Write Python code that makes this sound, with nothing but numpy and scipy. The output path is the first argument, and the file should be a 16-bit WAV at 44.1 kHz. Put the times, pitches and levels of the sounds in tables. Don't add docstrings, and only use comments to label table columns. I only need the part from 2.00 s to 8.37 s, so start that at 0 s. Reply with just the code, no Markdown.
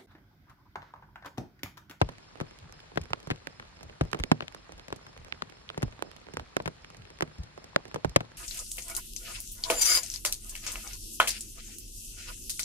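import sys
import numpy as np
from scipy import signal
from scipy.fft import rfft, irfft, next_fast_len
from scipy.io import wavfile

SR = 44100
rng = np.random.default_rng(int(sys.argv[2]) if len(sys.argv) > 2 else 0)


def digitize_waveform(pressure):
    field = np.atleast_2d(pressure).T
    bounded = np.clip(field, -1, 1)
    quanta = np.round(bounded * 32767).astype(np.int16)
    wavfile.write(sys.argv[1], SR, quanta)


N = 280917

# low edge f/Hz, high edge f/Hz, width/centre, trim/dB, ring/spatter length,
# first strike/ripples, tail level/dB, left-right correlation
KNOCK_VOICE = (240.5, 1108, 0.89, 3.5, 3, 1.17, -20, 0.56)
SNAP_VOICE = (887, 4485, 0.7, 1.75, 1.64, 0.68, -28, 0.72)
SPLASH_VOICE = (3999, 12995, 0.86, -4, 1.2, 0.07, -61, 0.84)
SPLASH_HZ = 5280

AGE = np.arange(SR // 6) / SR
LEVEL_SPAN = SR // 50
SHEET_HZ, ARRIVAL_MS = 170, 4.4


def from_db(db):
    return 10 ** (np.asarray(db) / 20)


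def rms_one(x):
    return x / np.sqrt(np.mean(x ** 2) + 1e-20)


def unit_hit(x):
    return rms_one(x) * np.sqrt(LEVEL_SPAN / x.shape[-1])


def at_hz(points, hz):
    points = np.array(points)
    return np.interp(np.log(hz), np.log(points[:, 0]), points[:, 1])


def band(x, low_hz, high_hz, order=2):
    edges = [low_hz, min(high_hz, .48 * SR)]
    sos = signal.butter(order, edges, "band", fs=SR, output="sos")
    return signal.sosfilt(sos, x + 1e-18)


def resonate(x, hz, width_hz):
    r = np.exp(-np.pi * width_hz / SR)
    numerator = np.array([1, 0, -1]) * (1 - r * r) / 2
    denominator = [1, -2 * r * np.cos(2 * np.pi * hz / SR), r * r]
    return signal.lfilter(numerator, denominator, x + 1e-18)


def drift(rate):
    knots = rng.standard_normal(size=512)
    return np.interp(np.arange(N) / SR * rate, np.arange(len(knots)), knots)


def stereo_noise(alike, size):
    mid, side = rng.standard_normal((2, size))
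    alike = np.clip(alike, -1, 1)
    opposed = side * [[1], [-1]]
    return (np.sqrt(1 + alike) * mid + np.sqrt(1 - alike) * opposed) / np.sqrt(2)


def turn_phase(x, channel):
    # f/Hz, phase/rad
    phase_lag = [(120, 0.022), (250, 1.67), (500, 1.88), (1000, 2.06), (2500, 2.66), (6000, 3.02)]
    size = next_fast_len(x.shape[1] + LEVEL_SPAN)
    hz = np.maximum(np.arange(size // 2 + 1) * SR / size, 1)
    turned = rfft(x[channel], size) * np.exp(-1j * at_hz(phase_lag, hz))
    out = x.copy()
    out[channel] = irfft(turned, size)[:x.shape[1]]
    return out


def add(out, sound, s, pan_db=0):
    i = int(np.clip(round(s * SR), 0, N - 1))
    gains = rms_one(from_db([[pan_db / 2], [-pan_db / 2]]))
    placed = gains * turn_phase(sound, channel=int(pan_db <= 0))
    out[:, i:i + sound.shape[1]] += placed[:, :N - i]


def forest(patchy_db=1.0, level_db=-56):
    # f/Hz, relative density/dB per Hz
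    hiss = [(22, -7), (45, 2), (80, -2.5), (150, -5), (270, -10.5), (600, -11), (1400, -12.5),
            (2800, -16.5), (4300, -21), (6300, -24), (9000, -28.5), (11500, -53), (14500, -77)]
    # f/Hz, correlation (-1..1)
    likeness = [(50, 0.94), (130, 0.94), (400, 0.011), (1500, 0.0051), (3500, 0.042), (7000, 0.84),
                (15000, 0.72)]
    out, edges = 0, 30 * 2 ** (np.arange(19) / 2)
    for low, high in zip(edges, edges[1:]):
        hz = np.sqrt(low * high)
        noise = band(stereo_noise(at_hz(likeness, hz), N), low, high, order=3)
        out = out + from_db(at_hz(hiss, hz) + patchy_db * drift(25)) * noise
    return from_db(level_db) * rms_one(out)


def leaf_patter(level_db=-64.5, per_s=900, spread_db=7.5, width=0.21, count=8):
    out = np.zeros((2, N))
    for hz in np.geomspace(900, 6500, count):
        at = np.flatnonzero(rng.random(N) < per_s / count / SR)
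        size_db = spread_db * np.minimum(rng.exponential(1, size=2048), 3.5)
        sizes = from_db(size_db) * stereo_noise(0.021, size=2048)
        ticks = np.zeros((2, N))
        ticks[:, at] = sizes[:, at % sizes.shape[1]]
        out += resonate(ticks, hz, width * hz) / hz
    return from_db(level_db) * rms_one(band(out, 540, 6400))


def crickets(hz=5120, level_db=-64, blur_db=-11, waver_db=-0.5, stroke_s=0.017, last_stroke_db=-7,
             echo_db=-15, chorus_hz=4270, chorus_width_hz=620, chorus_db=-69):
    offset_s, period_s, stroke_gap_s = .237, .2553, .049
    age = (np.arange(N) / SR - offset_s + stroke_gap_s) % period_s - stroke_gap_s
    chirp = 0
    for k, db in enumerate((0, 0, last_stroke_db)):
        chirp = chirp + from_db(db) * np.exp(-((age - k * stroke_gap_s) / stroke_s) ** 2)
    phase = 2 * np.pi * np.cumsum(hz + 12 * drift(34)) / SR
    tone = np.sqrt(2) * np.sin(phase) * from_db([[-2.5], [2.5]])
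    blur = rms_one(band(stereo_noise(0, N), hz - 35, hz + 35))
    near = chirp * (tone + from_db(blur_db) * blur) + from_db(echo_db) * blur
    half_width = chorus_width_hz / 2
    chorus = rms_one(band(stereo_noise(0.18, N), chorus_hz - half_width, chorus_hz + half_width))
    return from_db(level_db + waver_db * drift(6.6)) * near + from_db(chorus_db) * chorus


def evened(x, evenness=0.63, keep_s=0.013):
    spectrum = rfft(x, 2 * len(AGE))
    power = np.mean(np.abs(spectrum) ** 2, axis=0) + 1e-9
    level = power ** (np.clip(evenness, 0, 1) / 2)
    return unit_hit(irfft(spectrum / level)[:, :len(AGE)] * np.exp(-(AGE / keep_s) ** 2))


def impact(voice, centre_hz, spatter_ms, tail_s=.014):
    low_hz, high_hz, width, trim_db, ring, strike, tail_db, alike = voice
    ripple_s = ring * spatter_ms / 1000
    ripples = unit_hit(stereo_noise(alike, len(AGE)) * np.exp(-AGE / ripple_s))
    droplets = rng.random(len(AGE)) < 900 / SR
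    tail = unit_hit(stereo_noise(alike, len(AGE)) * droplets * np.exp(-AGE / tail_s))
    first_strike = unit_hit(1. * (AGE == 0))
    push = evened(ripples - strike * first_strike) + from_db(tail_db) * tail
    ringing = resonate(push, centre_hz, width * centre_hz)
    return from_db(trim_db) * unit_hit(band(ringing, low_hz, high_hz, order=3))


def thump(hz, arrival_ms, cycles=0.55, sag=0.22, overtone=2.12, overtone_db=-9,
          rustle_db=-14, rustle_s=0.021):
    rise = np.clip(arrival_ms, 2, 4.6) / 1000
    growth = 1 - np.exp(-(AGE / rise) ** 2 * 2)
    swell = growth * np.exp(-np.maximum(AGE - rise, 0) * hz / cycles)
    sinking_hz = hz * (1 - sag + 2 * sag * np.exp(-AGE / rise * 1.5))
    phase = 2 * np.pi * np.cumsum(sinking_hz) / SR
    swing = unit_hit(swell * np.sin(phase))
    upper = unit_hit(swell * np.exp(-AGE * hz) * np.sin(overtone * phase))
    folds = unit_hit(band(stereo_noise(0.69, len(AGE)) * np.exp(-AGE / rustle_s), 100, 290))
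    return unit_hit(swing + from_db(overtone_db) * upper + from_db(rustle_db) * folds)


def rattle(low_hz=190, high_hz=430, decay_s=0.0078, alike=0.52):
    burst = evened(stereo_noise(alike, len(AGE)) * np.exp(-AGE / decay_s), keep_s=0.054)
    return unit_hit(band(burst, low_hz, high_hz))


def flutter(low_hz=170, high_hz=600, folds_per_s=300, alike=0.52, decay_s=.027):
    flicks = rng.random(len(AGE)) < folds_per_s / SR
    burst = stereo_noise(alike, len(AGE)) * flicks * np.exp(-AGE / decay_s)
    return unit_hit(band(burst, low_hz, high_hz))


def drops(thump_trim_db=-4.5, splash_trim_db=2.0, rattle_db=-7.0, rattle_per_give=0.54,
          rattle_per_octave_db=6):
    # t/s, level before the voice trims/dB, give = thump over level before trim/dB,
    # nominal sheet f/Hz, knock over level before trim/dB, knock f/Hz, snap f/Hz,
    # wetness = splash over level before trims/dB, left over right/dB
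    drop_list = [(0.0146, -28.5, 8, 170, 2.5, 387, 1020, -12.5, 3.5),
                 (0.089, -48, 8, 153, 1, 530, 1060, -6.5, -2.5),
                 (0.121, -69, -10, 170, -8, 440, 2400, -1, -0.5),
                 (0.183, -59.5, -16, 170.0, -12, 440.0, 1950.0, -2, -8),
                 (0.356, -59.5, -12, 170.0, 2, 440.0, 1270, -10.0, -10),
                 (0.373, -63, -4.0, 170.0, 0, 440.0, 1580, -4, 2),
                 (0.402, -44.5, -20, 161, 0, 304, 1520, -7, -1.5),
                 (0.4105, -45, 15.5, 186, 2, 483, 1180, -6, 4),
                 (0.51, -59, -1, 170.0, -4, 440.0, 1740.0, -4, 0),
                 (0.588, -58, -19, 170.0, -22, 440.0, 2110, -2, -20),
                 (0.695, -62, -14, 170, -6, 440, 1500, -11, -0.5),
                 (0.7243, -60.5, -18, 150.0, -6, 759.0, 2210.0, 6.5, -9),
                 (0.803, -57, -17, 170.0, -24, 440.0, 2860, -8, -9),
                 (0.918, -67, -2, 170.0, 9, 440.0, 1560.0, -17, -4),
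                 (0.958, -54, 15, 170, -1, 442.0, 1470.0, -3, 0.5),
                 (0.974, -32.5, 2.5, 196, 0, 310, 1200, -15, 4),
                 (1.0144, -55, 2, 128.0, -5.0, 546.0, 2280.0, 3.5, -1),
                 (1.037, -61, 0, 170, -5, 440, 2400, 3, 0),
                 (1.056, -58.5, -11, 170.0, -6, 440.0, 1660, -7, -13),
                 (1.105, -56.5, 17, 114, 5, 439.0, 1390.0, -3, -3),
                 (1.133, -31, -16, 160, -9.5, 540, 1000, -16, -4.5),
                 (1.202, -61, -8, 170, -6, 440, 1900, 2, 0),
                 (1.229, -61, 0, 170.0, -5.0, 440.0, 2310.0, -1, 3),
                 (1.272, -50.5, 13.5, 168, 2.5, 426.0, 1270.0, -4, -5),
                 (1.303, -38.5, -1, 202.0, 2, 326.0, 1750, -8, 1),
                 (1.311, -36, 8, 152, -8, 372, 1740, -12, 3.5),
                 (1.36, -60.5, -11, 170.0, -19, 440.0, 2320.0, -2, 3),
                 (1.471, -41.5, -9, 192, -5, 313, 1400, -6, -6.5),
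                 (1.598, -46.5, -2.5, 143, -15, 466.0, 1380, -11.5, 0),
                 (1.625, -54.5, -5, 170, -15, 440, 1400, -19, -1),
                 (1.77, -63, -8, 170, -6, 440, 1900, -7, -3), (1.809, -59, 1, 170.0, 1, 437, 1450, -6, -9),
                 (1.8301, -58.5, 8, 140, 2, 580.0, 2100.0, 6.5, -0.5),
                 (1.897, -56, -6, 170.0, -1.5, 440.0, 1970.0, -19, -5),
                 (2.01, -34.0, 14, 145, 0, 480, 1150, -11, 3),
                 (2.037, -62, -5, 170.0, 2, 440.0, 1920.0, -2.0, -6),
                 (2.0513, -60.5, -7, 126, 4, 504.0, 1110, -2, 17.0),
                 (2.115, -58, -1, 125.0, -4, 661.0, 2940.0, 4, -16),
                 (2.1307, -34.5, -3, 210, -13, 483, 1310.0, -9, -6),
                 (2.146, -41, 3.5, 204, 6, 325, 1050.0, -11.5, -5),
                 (2.171, -60, -5, 170.0, -3, 440.0, 1830.0, -5.0, -1),
                 (2.19, -55, 12, 135, 5, 372.0, 2450.0, 2.5, 9),
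                 (2.199, -45.5, 8, 150, -3, 386.0, 1500, -3.5, -3),
                 (2.2373, -34, -8, 164, -9.5, 338.0, 1880, -8, -4),
                 (2.3155, -27, 7.5, 210, 2.5, 500, 1230, -8, -3),
                 (2.4064, -40.5, -19, 242.0, -3, 406, 1110, -16, 3.5),
                 (2.4227, -46, 4.5, 128, -1, 440, 2000, -16, 1.5),
                 (2.4809, -45, -33.0, 161.0, -15, 609.0, 2500, -7.5, 7),
                 (2.524, -57, -15, 170.0, -22, 440.0, 2050.0, -7, -13),
                 (2.547, -49.5, -2.5, 183, -5, 530, 1260, -0.5, -4),
                 (2.693, -60, 0.0, 170.0, 5, 440, 1320, -24, -4),
                 (2.721, -57.5, 2, 189, -1, 564.0, 1810.0, 4.5, -2.5),
                 (2.779, -64, 7, 129, 0, 440, 2400, 4, -0.5),
                 (2.796, -55.0, -7, 170.0, -15, 440.0, 1710, -7, -8),
                 (2.8826, -52.5, 1, 214, -1.5, 401.0, 1830.0, 0, 3.5),
                 (2.904, -57, -15, 170.0, 2, 440.0, 1710.0, -5, 2),
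                 (2.9256, -40.5, 2.5, 182, -2, 373, 1010, -8, 1),
                 (2.961, -65, 16, 170.0, 4, 440.0, 2680, 11, -8),
                 (3.0659, -52.5, 1, 108, -10, 792.0, 970, -6.5, 3),
                 (3.165, -60.5, -16, 170.0, 0, 445, 1440.0, -12, 0),
                 (3.176, -58, -12, 108.0, -0.5, 524, 2110, -2.5, -10),
                 (3.247, -60.5, -14, 170, -3, 440, 2000, 4.5, -0.5),
                 (3.283, -61.5, -14, 170.0, -1, 440.0, 1630.0, -4.0, -19),
                 (3.324, -36.5, -22, 215.0, -17.5, 298, 1750, -20, -5),
                 (3.4214, -37, -12, 223.0, -9, 344, 1340, -12, 5),
                 (3.498, -58, 2, 170.0, -9, 440.0, 2520, -1.5, -10),
                 (3.523, -59, -6, 170, -7, 440, 1600, -7, -0.5),
                 (3.701, -43.5, -18, 158, -11.5, 496.0, 1080, -16.5, -7),
                 (3.745, -56, -8, 170, -6, 440, 1500, -17, 0),
                 (3.7764, -48.5, 15.5, 180, 8, 458, 1650, 0.5, 0),
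                 (3.813, -62, 2, 170.0, 3, 440.0, 1550.0, -24, 3),
                 (3.8217, -48, -8, 170.0, -4, 440.0, 1550, -1, 5),
                 (3.8283, -39.5, 15.5, 155, 1, 397, 1430, -1.5, -1),
                 (3.88, -61, 12, 170.0, 4.5, 440.0, 1620.0, -6.5, -6),
                 (3.924, -57, -3, 170.0, -15, 445, 2060.0, -9, -1.5),
                 (3.992, -55.5, -10, 170.0, -0.5, 440.0, 1250, -11, -13),
                 (4.005, -68, -10, 170, -3, 440, 1700, -9, 3),
                 (4.0235, -37, -10, 216.0, -1, 483, 1370, -6, -7.5),
                 (4.115, -54, -13, 170.0, -12, 440.0, 1970, -4.5, -13),
                 (4.164, -60, -2, 170.0, -3, 440.0, 1900, 2.5, -11),
                 (4.268, -57, -14, 170.0, -1, 440.0, 1740.0, -16, -8),
                 (4.286, -57, -8, 170.0, 3.5, 446, 1200, -14, -4),
                 (4.337, -54.5, 12.5, 184, 0, 442.0, 1890.0, 3.5, -6.5),
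                 (4.37, -39.5, -3.5, 215, -3, 440, 1390, -6.5, -1),
                 (4.3962, -45, -3, 135.0, -5.5, 560, 930, -10, -5),
                 (4.5666, -33.5, -2, 240, 1, 334, 1340, -5, -5.5),
                 (4.601, -44.5, 3, 184.0, 4, 423, 880, -21, 1.5),
                 (4.622, -64, 3, 170.0, -8, 440.0, 3370.0, 7, -12),
                 (4.658, -40.5, 8, 170.0, -1.0, 376, 1800, -6, 5.5),
                 (4.6766, -39.5, 5, 178, 0, 457, 1120, -5.5, 0),
                 (4.766, -71, -12, 170, -6, 440, 1900, -3, -0.5),
                 (4.846, -52, -29, 170.0, -17, 442, 1900, -10.0, -4),
                 (4.902, -58, -9, 170.0, -3.5, 440.0, 1280, -1, -3),
                 (4.946, -57, -3, 170.0, -5, 440.0, 1540, -10, -7),
                 (4.968, -67.5, 7, 149, -17, 440, 2800, 11.5, -0.5),
                 (5.02, -60, 2, 170.0, -8, 440.0, 2220.0, -8, -13),
                 (5.053, -57.5, -10, 170.0, -9, 440.0, 1920.0, -12, 11),
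                 (5.103, -59, -5, 170, -2, 440, 1700, 0, -0.5),
                 (5.188, -59, -18, 170.0, -10, 440.0, 1670.0, 0, -1.5),
                 (5.2078, -36, -13, 193, -4.5, 376, 1500, -8, 3),
                 (5.223, -34.5, 2.5, 178, 0.5, 333, 1280, -6, -3.5),
                 (5.276, -60, 10, 170.0, -2, 440.0, 1770.0, -8, -4),
                 (5.383, -63.5, 13, 151, -3, 440, 2200, 1.5, -0.5),
                 (5.434, -59.5, 15, 107, -18, 340.0, 3600.0, 3.5, 1),
                 (5.5769, -60, 2, 202, 11.5, 423, 1130.0, -2, -4.5),
                 (5.642, -58.5, -2, 170.0, 0.5, 440.0, 1620, 5, -0.5),
                 (5.7612, -27.5, -10, 213, -4, 480, 1390, -11, 0),
                 (5.8537, -53, -3, 192, 0, 375.0, 1280.0, -5.5, -7),
                 (5.88, -64, 11, 170.0, -3, 440.0, 2080.0, 6, -3),
                 (5.914, -53, -10, 170.0, -12, 440.0, 1250, -14.0, 0.5),
                 (5.9434, -45, 9.5, 170.0, 3, 346, 1350, 0, -6),
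                 (5.9594, -43.5, 4.5, 204, 6, 356, 850.0, -12, 4.5),
                 (6.0467, -37, 9.5, 158, 7, 473, 1030, -8, -7.5),
                 (6.0944, -58.5, 1, 146.0, -3, 434.0, 2330.0, 7, -4),
                 (6.161, -25, 0.5, 144, -0.5, 600, 1830, -2, 3),
                 (6.206, -42, 6, 179.0, 0, 663.0, 1280, -10, 3)]
    spatter_usual_ms = 1.92
    arrival_per_db, spatter_per_db = 0.12, 0.13
    usual_knock_db, usual_flutter_db, flutter_growth = -39, -46.5, 0.46
    out = np.zeros((2, N))
    for s, db, give_db, sheet_hz, knock_db, knock_hz, snap_hz, wetness_db, pan_db in drop_list:
        tautness = np.log2(sheet_hz / SHEET_HZ)
        arrival_ms = ARRIVAL_MS * 2 ** (arrival_per_db * give_db - tautness)
        spatter_ms = np.clip(spatter_usual_ms * 2 ** (spatter_per_db * give_db - tautness), .6, 4.5)
        shudder_db = rattle_db + rattle_per_give * give_db + rattle_per_octave_db * tautness
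        sound = from_db(give_db + thump_trim_db) * thump(sheet_hz, arrival_ms)
        sound += from_db(shudder_db) * rattle()
        sound += from_db(knock_db) * impact(KNOCK_VOICE, knock_hz, spatter_ms)
        sound += impact(SNAP_VOICE, snap_hz, spatter_ms)
        sound += from_db(wetness_db + splash_trim_db) * impact(SPLASH_VOICE, SPLASH_HZ, spatter_ms)
        flutter_db = usual_flutter_db + flutter_growth * (db + knock_db - usual_knock_db)
        add(out, from_db(db) * sound + from_db(flutter_db) * flutter(), s, pan_db)
    return out


def flaps(sag=0.17, rustle_db=0):
    # t/s, level/dB, nominal f/Hz
    flap_list = [(.017, -27.5, 64.5), (0.612, -48.5, 90), (.996, -38, 68.5), (1.833, -46, 64),
                 (2.013, -31, 54), (2.192, -30.5, 51), (2.718, -46, 53.4), (3.176, -45, 46.2),
                 (3.833, -32.5, 57), (4.377, -41.5, 76), (4.973, -46.5, 97), (5.383, -33.5, 58),
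                 (6.052, -36, 60)]
    usual_db, usual_s, octaves_per_db = -39, 0.038, 0.066
    fade = np.minimum(8 * (1 - AGE / AGE[-1]), 1)
    out = np.zeros((2, N))
    for s, db, hz in flap_list:
        length = usual_s * 2 ** (octaves_per_db * (usual_db - db))
        swell = AGE / length * np.exp(-AGE / length * 2.37)
        sinking_hz = hz * (1 - sag + 2 * sag * np.exp(-AGE / length))
        swing = unit_hit(swell * np.sin(2 * np.pi * np.cumsum(sinking_hz) / SR))
        folds = unit_hit(band(stereo_noise(0.83, len(AGE)) * swell, hz / 2.5, hz * 1.85))
        flap = unit_hit((swing + from_db(rustle_db) * folds) * fade)
        add(out, from_db(db) * flap, s)
    return out


def fine_drops(level_db=-68, spread_db=2, knock_db=0, splash_db=-4, colour_db=-2.0, pan_db=3,
               thump_db=-1, count=100):
    out = np.zeros((2, N))
    times = rng.random(count)
    traits = np.clip(rng.standard_normal((count, 5)), -1.5, 1.5)
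    for when, (size, low, high, pitch, pan) in zip(times, traits):
        sound = impact(SNAP_VOICE, 1800 * 2 ** (.4 * pitch), 3.4)
        sound += from_db(knock_db + colour_db * low) * impact(KNOCK_VOICE, 430, 5.0)
        sound += from_db(splash_db + colour_db * high) * impact(SPLASH_VOICE, SPLASH_HZ, 10)
        sound += from_db(thump_db + colour_db * low) * thump(SHEET_HZ * 2 ** (.3 * pitch), ARRIVAL_MS)
        add(out, from_db(level_db + spread_db * size) * sound, when * N / SR, pan_db * pan)
    return out


def pings(cycles=1.4, rise_cycles=0.36):
    # t/s, level/dB, f/Hz, left over right/dB
    ping_list = [(1.1338, -35.5, 1320, -3), (1.304, -41, 235, -2), (1.4727, -50, 387, -8),
                 (2.1308, -39, 1700, -10), (2.2376, -43.5, 6700, -9), (2.3162, -22, 268, 0),
                 (2.407, -42, 2870, 11), (3.3244, -43.5, 1550, -1), (3.4217, -37, 1500, 6),
                 (3.691, -44, 3300, -15), (3.7015, -49, 3580, 5), (4.5665, -35, 385, -3),
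                 (4.6576, -52, 1650, 5), (4.6772, -52, 840, -1), (5.7618, -25, 580, 0),
                 (5.9592, -44, 950, 9), (6.1619, -21, 587, -3.5)]
    out = np.zeros((2, N))
    for s, db, hz, pan_db in ping_list:
        turns = AGE * hz
        envelope = (1 - np.exp(-turns / rise_cycles)) * np.exp(-turns / cycles)
        ring = unit_hit(np.sin(2 * np.pi * turns) * envelope)
        add(out, from_db(db) * np.array([ring, ring]), s, pan_db)
    return out


def scene():
    # f/Hz, decay by 60 dB t/s, level/dB
    tent_modes = [(84.6, 0.14, -9.5), (112.5, 0.41, -4), (153.2, 0.11, -2), (242.3, 0.4, -10.5)]
    sound = drops() + pings() + fine_drops() + flaps() + turn_phase(forest(), channel=1)
    boom = 0
    for hz, t60, db in tent_modes:
        width_hz = np.log(1000) / np.pi / t60
        boom = boom + from_db(db) * resonate(sound, hz, width_hz)
    return sound + boom + leaf_patter() + turn_phase(crickets(), channel=1)


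def record(dry, low_cut_hz=27, stop_hz=17200):
    high_pass = signal.butter(4, low_cut_hz, "high", fs=SR, output="sos")
    low_pass = signal.cheby2(16, 60, stop_hz, fs=SR, output="sos")
    clean = signal.sosfilt(high_pass, dry)
    return signal.sosfilt(low_pass, np.clip(clean, -1, 1))


dry = scene()
out = record(dry)
digitize_waveform(out)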